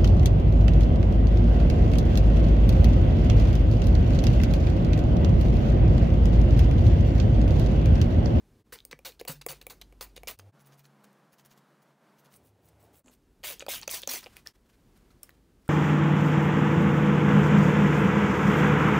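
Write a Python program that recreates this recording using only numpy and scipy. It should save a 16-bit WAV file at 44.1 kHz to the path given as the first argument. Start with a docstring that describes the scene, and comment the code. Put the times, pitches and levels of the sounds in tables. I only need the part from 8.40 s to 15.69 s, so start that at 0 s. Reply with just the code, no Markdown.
"""Bursts of mist, plastic clicks and short intake puffs: a trigger spray bottle at a quiet workbench.
Then a brush scrubs a small part, mostly in fast motion, which lifts the rumble in pitch; more spray, then cloth.
Spray, brush, rattle, cloth and room are shaped noise; the singing bottle, thuds and drone are sines.
Clicks mix a noise crack with decaying sines. Short fades join the shots; one microphone."""
import sys
import numpy as np
from scipy import signal
from scipy.fft import rfft, irfft, next_fast_len
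from scipy.io import wavfile
from scipy.ndimage import uniform_filter1d, map_coordinates

SR = 44100
rng = np.random.default_rng(int(sys.argv[2]) if len(sys.argv) > 2 else 0)


def nominal_scale(level):
    """Amplitude ratio for a level in decibels (scalar or array-like)."""
    x = np.asarray(level, float) / 20
    return 10 ** x


def unload_audio(sound):
    """Save the sound as a 16-bit wav file, at the path given as the first command line argument."""
    columns = np.transpose(np.atleast_2d(sound))
    # keep every value between -1 and 1, then stretch to whole-number steps
    steps = np.round(np.clip(columns, -1, 1) * 32767)
    wavfile.write(sys.argv[1], SR, steps.astype(np.int16))


N = 321489

# Shots in order. Each row: start in seconds, playback speed.
SHOTS = [(0, 1), (.233, 1), (1.971, 2), (2.121, 4), (3.95, 2), (4.632, 1), (6.132, 1)]
# Joins that dip briefly. Each entry: time in seconds.
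JOINS = [0.236, 1.969, 2.117, 4.631, 6.131]

# Quick squeezes, strongest at once. Each row: start in seconds, length in seconds, hiss level in dB,
# droop by the end in dB, bottle body against the hiss in dB.
SQUEEZES = [(0.322, 0.025, -43, 9, -6.5), (0.648, 0.039, -42, 10, 0), (0.875, .047, -41.5, 6.5, -3.5),
            (1.085, 0.039, -38.5, 11, -3), (1.297, 0.021, -42.5, 14, 0), (1.608, 0.038, -39.5, 16.5, -1),
            (1.872, 0.042, -40, 9.5, -4)]
# Full pulls, swelling first. Each row: start in seconds, length in seconds, hiss level in dB,
# droop by the end in dB, swell from the start in dB, favoured band in Hz.
PULLS = [(5.035, 0.093, -42, 4, 1, 2900), (5.283, .1, -38, 10, 3, 3100), (5.495, 0.092, -39, 7.5, 6, 6400),
         (5.687, 0.093, -36.5, 8.5, 5.5, 6300)]
# Puffs of air as the trigger returns or slams in. Each row: start in seconds, end in seconds, hiss level in dB.
INTAKE = [(0.511, 0.53, -49.5), (0.794, .814, -52), (1.013, 1.023, -49), (1.213, 1.221, -54),
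          (1.413, 1.423, -48.5), (1.761, 1.78, -51.5), (1.989, 2, -55), (5.2, 5.226, -49),
          (5.422, 5.441, -49.5), (5.626, 5.639, -52), (5.476, 5.481, -42), (5.673, 5.686, -48)]
# Colour of the mist hiss. Each row: frequency in Hz, relative level in dB per Hz.
JET = [(590, -16), (1000, 0.5), (1160, -6), (2410, -1), (3080, -3), (4020, -2.5), (4570, -0.5),
       (5500, -4.5), (6250, -4), (6940, -7), (13600, -10), (15100, -0.5), (16000, -13.5)]
# Modes of the hollow plastic bottle. Each row: frequency in Hz, relative level in dB, t60 in seconds.
BOTTLE = [(512, 2, 0.026), (707, -4, 0.023), (1210, -6, 0.0094), (2290, -8.5, .02)]
# A new grip raises the bottle's modes. The pair: from when in seconds, pitch factor.
NEW_GRIP = (4.632, 1.101)
# Sprays in which the bottle sings. Each row: spray index (squeezes, then pulls), nominal top pitch in Hz,
# level in dB before the flutter.
SINGING = [(0, 500, -55), (1, 540, -50), (2, 540, -51), (3, 540, -51), (7, 600, -50)]

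# Shared click colours. Each: hollow ring in dB, bright pitch in Hz, crack in dB, both levels against the click.
KNOCK_COLOUR = (0, 2430, -11.5)
RETURN_COLOUR = (-16, 3900, -12.5)
FLICK_COLOUR = (-28, 8620, -7.5)
# Trigger meets the piston. Each row: time in seconds, click level in dB.
KNOCKS = [(.5906, -43), (.8124, -33.5), (.851, -35.5), (1.525, -48.5), (1.8334, -37.5)]
# Trigger springs back. Each row: time in seconds, click level in dB.
RETURNS = [(.5131, -33.5), (.7981, -34.5), (1.0162, -35.5), (1.215, -35), (1.4147, -34), (1.7647, -33)]
# Dry thin ticks. Each row: time in seconds, click level in dB.
FLICKS = [(1.9894, -41), (2.642, -53), (2.73, -60), (3.9409, -48), (3.9627, -51), (4.2875, -54),
          (6.575, -58), (6.8319, -29), (7.28, -45.5)]
# Other snaps of valve, trigger and parts. Each row: time in seconds, click level in dB,
# hollow ring against it in dB, bright pitch in Hz, crack against it in dB.
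SNAPS = [(0.326, -32, -14.5, 1620, -22), (.3884, -36, -37, 3620, -25), (0.4037, -36.5, -37, 3740, -34),
         (.4513, -35.5, -14.5, 5000, -6.5), (.5295, -25.5, -8.5, 2000, -36), (.7104, -46, -23, 4860, -18),
         (.721, -42, -25, 4200, -25), (0.8794, -26.5, -9, 9600, -13), (1.064, -27.5, -1, 2200, -0.5),
         (1.2674, -33, 2, 2300, -4), (1.226, -47, -8, 2580, -9), (1.6101, -31.5, -1.5, 4630, -10),
         (1.7766, -39.5, 0, 3750, -30), (1.8734, -28.5, -6, 6500, -19), (1.996, -35, -24, 1290, -16.5),
         (4.6816, -44.5, -11, 2750, -27), (5.0322, -39.5, -8, 3090, -17), (5.1956, -26.5, -27, 6700, -22),
         (5.2069, -26.5, -27, 2870, -35), (5.2233, -31.5, -5, 1500, -36), (5.284, -30, -2, 3220, -24),
         (5.2648, -33.5, 2.5, 4700, -16), (5.4148, -30.5, -24, 6840, -17), (5.4313, -25.5, -26, 4530, -33),
         (5.478, -17, -10.5, 6170, -18.5), (5.4934, -24.5, -8, 3260, -26), (5.5126, -25, -30, 9250, -4),
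         (5.6188, -37, -25, 6380, -4.5), (5.634, -22, -22, 3570, -40), (5.675, -14.5, -12, 6220, -16),
         (5.8423, -32, -19, 4900, -38), (5.8614, -31.5, -10, 2680, -26), (5.8674, -31.5, -4.5, 2770, -36),
         (5.9678, -33.5, -26, 2340, -11.5), (6.0721, -22, -41, 5250, -25.5), (6.706, -53, -28, 4200, -22),
         (6.893, -36, -25, 1830, -16.5), (6.906, -49, -28, 4100, -20)]
# Single rings of bench, bottle and parts. Each row: time in seconds, level in dB before a slight
# unsteadiness, settled pitch in Hz, t60 in seconds.
THUDS = [(.53, -46, 248, 0.075), (0.532, -46, 145, 0.11), (.813, -45, 266, 0.064), (0.893, -40, 150, 0.27),
         (.893, -43.5, 139, .5), (0.891, -44.5, 250, 0.19), (1.092, -45, 138.6, 0.2),
         (4.646, -55, 246.4, 0.31), (5.283, -28.5, 735, 0.032), (5.68, -49.5, 245, 0.44),
         (5.969, -59, 2410, 0.13), (6.063, -41, 1740, 0.038), (6.705, -61, 1300, .03),
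         (6.831, -50, 5240, 0.07), (6.833, -53.5, 1150, .04), (7.278, -47, 1350, 0.019)]

# Brush strokes. Each row: middle in seconds, length in seconds, level of the high bristle noise in dB.
STROKES = [(2.209, .036, -64.5), (2.27, 0.043, -64), (2.334, .037, -62.5), (2.396, 0.039, -64),
           (2.455, .033, -61.5), (2.645, 0.015, -59.5), (2.936, .026, -62.5), (2.998, .032, -60),
           (3.06, 0.024, -56.5), (3.118, 0.037, -59.5), (3.179, .028, -63), (3.426, 0.021, -69),
           (3.794, 0.038, -65), (3.854, 0.029, -63), (3.932, 0.046, -62), (3.963, 0.023, -57),
           (4.067, 0.064, -64), (4.259, 0.061, -66.5), (4.288, .021, -62), (4.41, 0.029, -65.5),
           (4.448, .045, -65), (4.545, 0.026, -62), (4.577, .05, -60.5), (4.733, 0.041, -63.5)]
# Bright bristle colour. Each row: frequency in Hz, relative level in dB per Hz.
BRISTLE_HIGH = [(3000, -40), (6500, -13), (8000, -3.5), (9500, -4.5), (11000, -1.5), (13000, -5),
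                (15500, 1.5)]
# Low bristle scrape colour. Each row: frequency in Hz, relative level in dB per Hz.
BRISTLE_LOW = [(1000, 14.5), (2500, 13.5), (4000, 11.5), (6500, 12.5), (9000, -2), (16000, -41)]
# Low scrape against the high bristles. Each entry: playback speed, amplitude ratio.
SCRAPE = {4: 0.69, 2: .28, 1: 0.64}
# Ticks of a brief rattle. Each row: time in seconds, level in dB.
RATTLE = [(4.643, -62), (4.66, -57), (4.672, -57), (4.684, -56.5), (4.697, -62), (4.708, -67)]
# Colour of the rattle. Each row: frequency in Hz, relative level in dB per Hz.
RATTLE_TONE = [(1000, -4), (3000, -23), (4200, -18), (5800, -29), (6300, -11), (7700, -6), (8200, -20),
               (11000, -20), (11600, -32)]
# Rustle of fingers and cloth. Each row: loudest moment in seconds, level in dB, swell in seconds per 60 dB,
# t60 in seconds.
CLOTH = [(5.83, -48.5, 0.013, 0.16), (5.97, -56, 0.4, 0.2), (6.063, -51, 0.025, 0.21),
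         (6.33, -70, 0.56, .45), (6.58, -74.5, 0.39, 0.46), (6.71, -68, 0.084, 0.13),
         (6.835, -61.5, 0.046, 0.23), (6.94, -75.5, 0.33, 0.27), (7.29, -67, 0.33, .3)]

# Room noise colour at normal speed. Each row: frequency in Hz, relative level in dB per Hz.
ROOM = [(27, -46), (31, -46), (33, -7.5), (70, -12.5), (250, -15.5), (400, -19.5), (600, -28), (1000, -32),
        (2000, -38), (4000, -41.5), (16000, -48)]
# Narrow humps of the room at normal speed. Each row: centre in Hz, width in Hz, height in dB.
RUMBLE = [(34.97, 0.5, 8.5), (52.16, 3.2, 10.5)]
# Room level in each shot, before it wavers. Each entry: dB.
ROOM_DB = [-63.5, -62.5, -63.5, -64.5, -65, -63, -62]
# Level of the low drone. Each row: time in seconds, level in dB.
DRONE_LEVEL = [(.3, -72), (1.05, -64.5), (1.86, -57), (2.12, -55.5), (2.13, -64.5), (2.4, -62), (2.8, -80),
               (3.15, -67.5), (3.5, -89.5), (3.95, -84)]
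# Drone pitch at normal speed in the first four shots, before it wavers. Each entry: Hz.
DRONE_HZ = [48.5, 48.5, 48.5, 35.2]

# Full pulls: they peak this share of the way in, and their finer mist is weaker below PULL_THIN_HZ.
PULL_PEAK, PULL_THIN_HZ = 0.51, 1800
# Body and favoured band against the hiss, then extra body as the valve opens.
PULL_BODY_DB, BAND_DB, KICK_DB, KICK_S = -12.5, -12.5, 21, 0.017
# The valve cuts the jet, then a dribble dies away.
SHUT_S, SHUT_DB, DRIBBLE_S, DRIBBLE_DB = 0.023, 10, 0.041, 12
# Treble against the hiss; it comes late and goes first. The body also drops more than the hiss at the cut.
TREBLE_DB, TREBLE_LATE_DB, TREBLE_LATE_S, TREBLE_SHUT_DB, SHUT_BODY_DB = 2.5, 12, 0.009, 6, 3
# The singing pitch peaks this share into the spray and loses SING_SAG of itself by the end.
SING_PEAK, SING_SAG = 0.35, 0.3


def pump():
    """Liquid and air hiss through the nozzle; the jet shakes the hollow bottle."""
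    t = np.arange(N) / SR

    def above(hz):  # crossover to the treble layer
        return 1 / np.sqrt(1 + (8000 / (hz + 1)) ** 8)

    def hollow(hz):
        modes = sum(nominal_scale(db) / np.hypot(1, (hz - c) * t60 * 0.5) for c, db, t60 in BOTTLE)
        return modes * hz / (hz + 300)

    low_grain = patchy(gritty(360, depth_db=2.0), depth_db=4.0)
    low = coloured(low_grain, lambda hz: nominal_scale(along(JET, hz)) * np.sqrt(1 - above(hz) ** 2))
    high_grain = patchy(gritty(610, depth_db=3.0), depth_db=2.5)
    high = coloured(high_grain, lambda hz: nominal_scale(along(JET, hz)) * above(hz))
    body = coloured(gritty(100, depth_db=4.0), hollow)
    layers = np.array([low, body, high])
    out = np.zeros(N)
    for *row, body_db in SQUEEZES:
        out += (layers * jet(*row, body_db=body_db)).sum(axis=0)

    layers[0] = coloured(low, lambda hz: 0.57 + 0.44 / (1 + (PULL_THIN_HZ / (hz + 1)) ** 6))
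    for *row, swell_db, centre_hz in PULLS:
        gains = jet(*row, PULL_PEAK, swell_db, KICK_DB, PULL_BODY_DB)
        band = coloured(low, lambda hz: 1 / (1 + ((hz / centre_hz - 1) / 0.13) ** 2))
        out += (layers * gains).sum(axis=0) + nominal_scale(BAND_DB) * gains[0] * band

    for start, end, db in INTAKE:
        # steady until the valve shuts, then a quick fade
        puff = nominal_scale(db - 60 * np.maximum(t - end, 0) / 0.013) * (t > start)
        out += puff * (low + nominal_scale(-35) * high)
    return out


def jet(start, length, db, droop_db, peak=0.023, swell_db=0, kick_db=0, body_db=0):
    """Gains of hiss, body and treble through one spray: swell, droop, cut, dribble."""
    t = np.arange(N) / SR
    end = start + length
    times = [start, start + peak * length, end, end + SHUT_S, end + SHUT_S + DRIBBLE_S]
    drops_db = [swell_db, -swell_db, droop_db, SHUT_DB, DRIBBLE_DB]
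    hiss = level(np.transpose([times, db - np.cumsum(drops_db)]))

    def early(span):  # 1 at the start, 0 after span seconds
        return np.clip(1 - (t - start) / span, 0, 1)

    cut = np.clip((t - end) / SHUT_S, 0, 1)
    body = nominal_scale(body_db + kick_db * early(KICK_S) - SHUT_BODY_DB * cut) * (1 - early(0.021))
    treble = nominal_scale(TREBLE_DB - TREBLE_LATE_DB * early(TREBLE_LATE_S) - TREBLE_SHUT_DB * cut)
    return hiss, hiss * body, hiss * treble


def singing():
    """A breathy bottle note: a wavering, fluttering sine whose pitch rises and sags through the spray."""
    t, out = np.arange(N) / SR, np.zeros(N)
    waver, flutter = 0.018 * wobble(80), nominal_scale(2.7 * wobble(70))
    for which, top_hz, db in SINGING:
        start, length = (SQUEEZES + PULLS)[which][:2]
        progress = np.clip((t - start) / (length + SHUT_S), 0, 1)
        sag = SING_SAG * np.abs((progress - SING_PEAK) / (1 - SING_PEAK)) ** 2.5
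        phase = 2 * np.pi * np.cumsum(top_hz * (1 - sag + waver)) / SR
        out += nominal_scale(db) * np.sin(np.pi * progress) ** 0.6 * np.sin(phase)
    return out * flutter


def clicks():
    """A crack, a short bright ring and the bottle's hollow modes at new strengths for each click."""
    out, t = np.zeros(N + SR), np.arange(SR // 12) / SR
    events = list(SNAPS)
    for rows, colour in [(KNOCKS, KNOCK_COLOUR), (RETURNS, RETURN_COLOUR), (FLICKS, FLICK_COLOUR)]:
        events += [(*row, *colour) for row in rows]
    bright_rise = 1 - np.exp(-t / 0.000064)
    hollow_rise = (1 - np.exp(-t / 0.00062)) ** 2
    for start, db, hollow_db, bright_hz, crack_db in events:
        luck = 3.8 * rng.standard_normal(len(BOTTLE))  # dB
        noise = np.diff(rng.standard_normal(len(t) + 1))
        grip = NEW_GRIP[1] if start > NEW_GRIP[0] else 1
        grip *= 1 + 0.03 * rng.standard_normal()
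        crack = 1.9 * nominal_scale(crack_db - 60 * t / 0.0078) * noise
        bright = np.sin(2 * np.pi * bright_hz * t) * nominal_scale(-60 * t / 0.0044)
        hollow = sum(nominal_scale(mode_db + k - 60 * t / t60) * np.sin(2 * np.pi * hz * grip * t)
                     for (hz, mode_db, t60), k in zip(BOTTLE, luck))
        click = (crack + bright) * bright_rise + nominal_scale(hollow_db) * hollow * hollow_rise
        out[round(start * SR):][:len(t)] += nominal_scale(db) * click
    return out[:N]


def thuds():
    """Soft-edged, slightly unsteady rings whose pitch sags a little after the blow."""
    t = np.arange(N) / SR
    out, unsteady = np.zeros(N), nominal_scale(1.8 * wobble(40))
    for start, db, hz, t60 in THUDS:
        after = np.maximum(t - start, 0)
        cycles = hz * (after + 0.015 * t60 * (1 - np.exp(-after / (0.32 * t60))))
        soft_edge = 1 - np.exp(-after * hz / 0.46)
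        out += nominal_scale(db - 60 * after / t60) * np.sin(2 * np.pi * cycles) * soft_edge
    return out * unsteady


def brush():
    """Each stroke swells and fades as the bristles flick across the part."""
    t, out = np.arange(N) / SR, np.zeros(N)
    high_grain = patchy(gritty(600, depth_db=4.0), depth_db=4.5)
    high = coloured(high_grain, lambda hz: nominal_scale(along(BRISTLE_HIGH, hz)))
    low_grain = patchy(gritty(400, depth_db=4.0), depth_db=0.5)
    low = coloured(low_grain, lambda hz: nominal_scale(along(BRISTLE_LOW, hz)))
    for middle, length, db in STROKES:
        speed = [speed for start, speed in SHOTS if start < middle][-1]
        swell = np.exp(-(2.17 * (t - middle) / length) ** 2)
        out += nominal_scale(db) * swell * (high + SCRAPE[speed] * low)
    return out


def rattle():
    """Each tick is a puff of noise that starts at once and dies fast."""
    t = np.arange(N) / SR
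    ticks = sum(nominal_scale(db - 60 * np.maximum(t - s, 0) / 0.047) * (t > s) for s, db in RATTLE)
    return ticks * coloured(rng.standard_normal(N), lambda hz: nominal_scale(along(RATTLE_TONE, hz)))


def cloth():
    """Soft, gritty rustle; each move swells and dies."""
    t = np.arange(N) / SR
    tone = [(500, 1.5), (1500, 4.5), (5000, -1.5), (16000, -7.5)]  # (Hz, dB per Hz)
    moves = sum(nominal_scale(db - 60 * np.maximum((s - t) / swell, (t - s) / t60)) for s, db, swell, t60 in CLOTH)
    return moves * coloured(gritty(81, depth_db=3.5), lambda hz: nominal_scale(along(tone, hz)))


def bench(x, t60=0.13):
    """A short diffuse answer from the bench and nearby walls: decaying noise as an echo."""
    t = np.arange(SR // 8) / SR
    tail = rng.standard_normal(len(t)) * nominal_scale(-60 * t / t60) * (t > 0.002)
    return signal.fftconvolve(x, tail / np.linalg.norm(tail))[:N]


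def drone():
    """A wavering low tone, raised by each shot's speed."""
    starts, speeds = np.transpose(SHOTS[:len(DRONE_HZ)])
    shot = np.searchsorted(starts, np.arange(N) / SR, "right") - 1
    hz = (speeds * DRONE_HZ)[shot] * (1 + 0.00896 * wobble(5.2))
    return np.sqrt(2) * np.sin(2 * np.pi * np.cumsum(hz) / SR) * level(DRONE_LEVEL)


def room():
    """Wavering room noise; faster playback slides its whole spectrum up by the speed."""
    t, out = np.arange(N) / SR, np.zeros(N)

    def humps(hz):
        return sum(db * np.exp(-((hz - c) / w) ** 2) for c, w, db in RUMBLE)

    ends = [start for start, _ in SHOTS[1:]] + [N / SR]
    for (start, speed), db, end in zip(SHOTS, ROOM_DB, ends):
        noise = coloured(rng.standard_normal(N),
                         lambda hz: nominal_scale(along(ROOM, hz / speed) + humps(hz / speed)))
        out += nominal_scale(db + 2.6 * wobble(4 * speed)) * noise * ((t >= start) & (t < end))
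    return out


def gritty(rate, depth_db):
    """White noise whose level flickers fast: droplets, bristle tips, fibres."""
    return rng.standard_normal(N) * nominal_scale(depth_db * wobble(rate))


def patchy(x, depth_db):
    """Narrow bands of x swell and fade on their own."""
    z = signal.stft(x, nperseg=256)[2]
    across_bands = uniform_filter1d(rng.standard_normal(z.shape), size=2, axis=0)
    field = uniform_filter1d(across_bands, size=12, axis=1)
    return signal.istft(z * nominal_scale(depth_db * unit(field)), nperseg=256)[1][:N]


def wobble(rate):
    """A smooth random curve, rate knots a second."""
    return map_coordinates(rng.standard_normal(int(N * rate / SR) + 4), [np.arange(N) * rate / SR])


def level(rows, rise=0.0031):
    """Gain per sample from (s, dB) rows, with a soft start and a short fade after the last row."""
    rows, t = np.asarray(rows), np.arange(N) / SR
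    db = np.interp(t, rows[:, 0], rows[:, 1])
    fade_db = -60 * np.maximum(t - rows[-1, 0], 0) / 0.11
    return nominal_scale(db + fade_db) * np.clip((t - rows[0, 0]) / rise, 0, 1)


def coloured(x, gain):
    """x with its spectrum times gain(Hz), at rms 1."""
    m = next_fast_len(N + 8192)
    return unit(irfft(rfft(x, m) * gain(np.fft.rfftfreq(m, 1 / SR)), m)[:N])


def along(points, hz):
    """Values between (Hz, value) points on a log frequency axis."""
    f, v = np.transpose(points)
    return np.interp(np.log(hz + 1), np.log(f + 1), v)


def unit(x):
    """Scaled to rms 1."""
    return x / np.sqrt(np.mean(x ** 2) + 1e-20)


def scene():
    """All sources in one mono mix on two equal channels; the bench answers the near ones."""
    near = pump() + singing() + clicks() + brush() + rattle() + cloth()
    mono = near + nominal_scale(-13.0) * bench(near) + thuds() + room() + drone()
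    return np.array([mono, mono])


def band_limit(x):
    """A steep low-pass at the top of the band."""
    return signal.sosfilt(signal.butter(12, 16990, fs=SR, output="sos"), x)


def record(dry):
    """The listed joins fade down and up again; the top of the band drops in a step."""
    t = np.arange(N) / SR
    fade = np.prod([np.clip(np.abs(t - s) / 0.029, 0.06, 1) for s in JOINS], axis=0)
    step_db = np.interp(np.fft.rfftfreq(N, 1 / SR), [15700, 15900, 16600], [0, -24, -34])
    mix = irfft(rfft(dry * fade) * nominal_scale(step_db), N)
    return band_limit(mix)


dry = scene()
out = record(dry)
unload_audio(out)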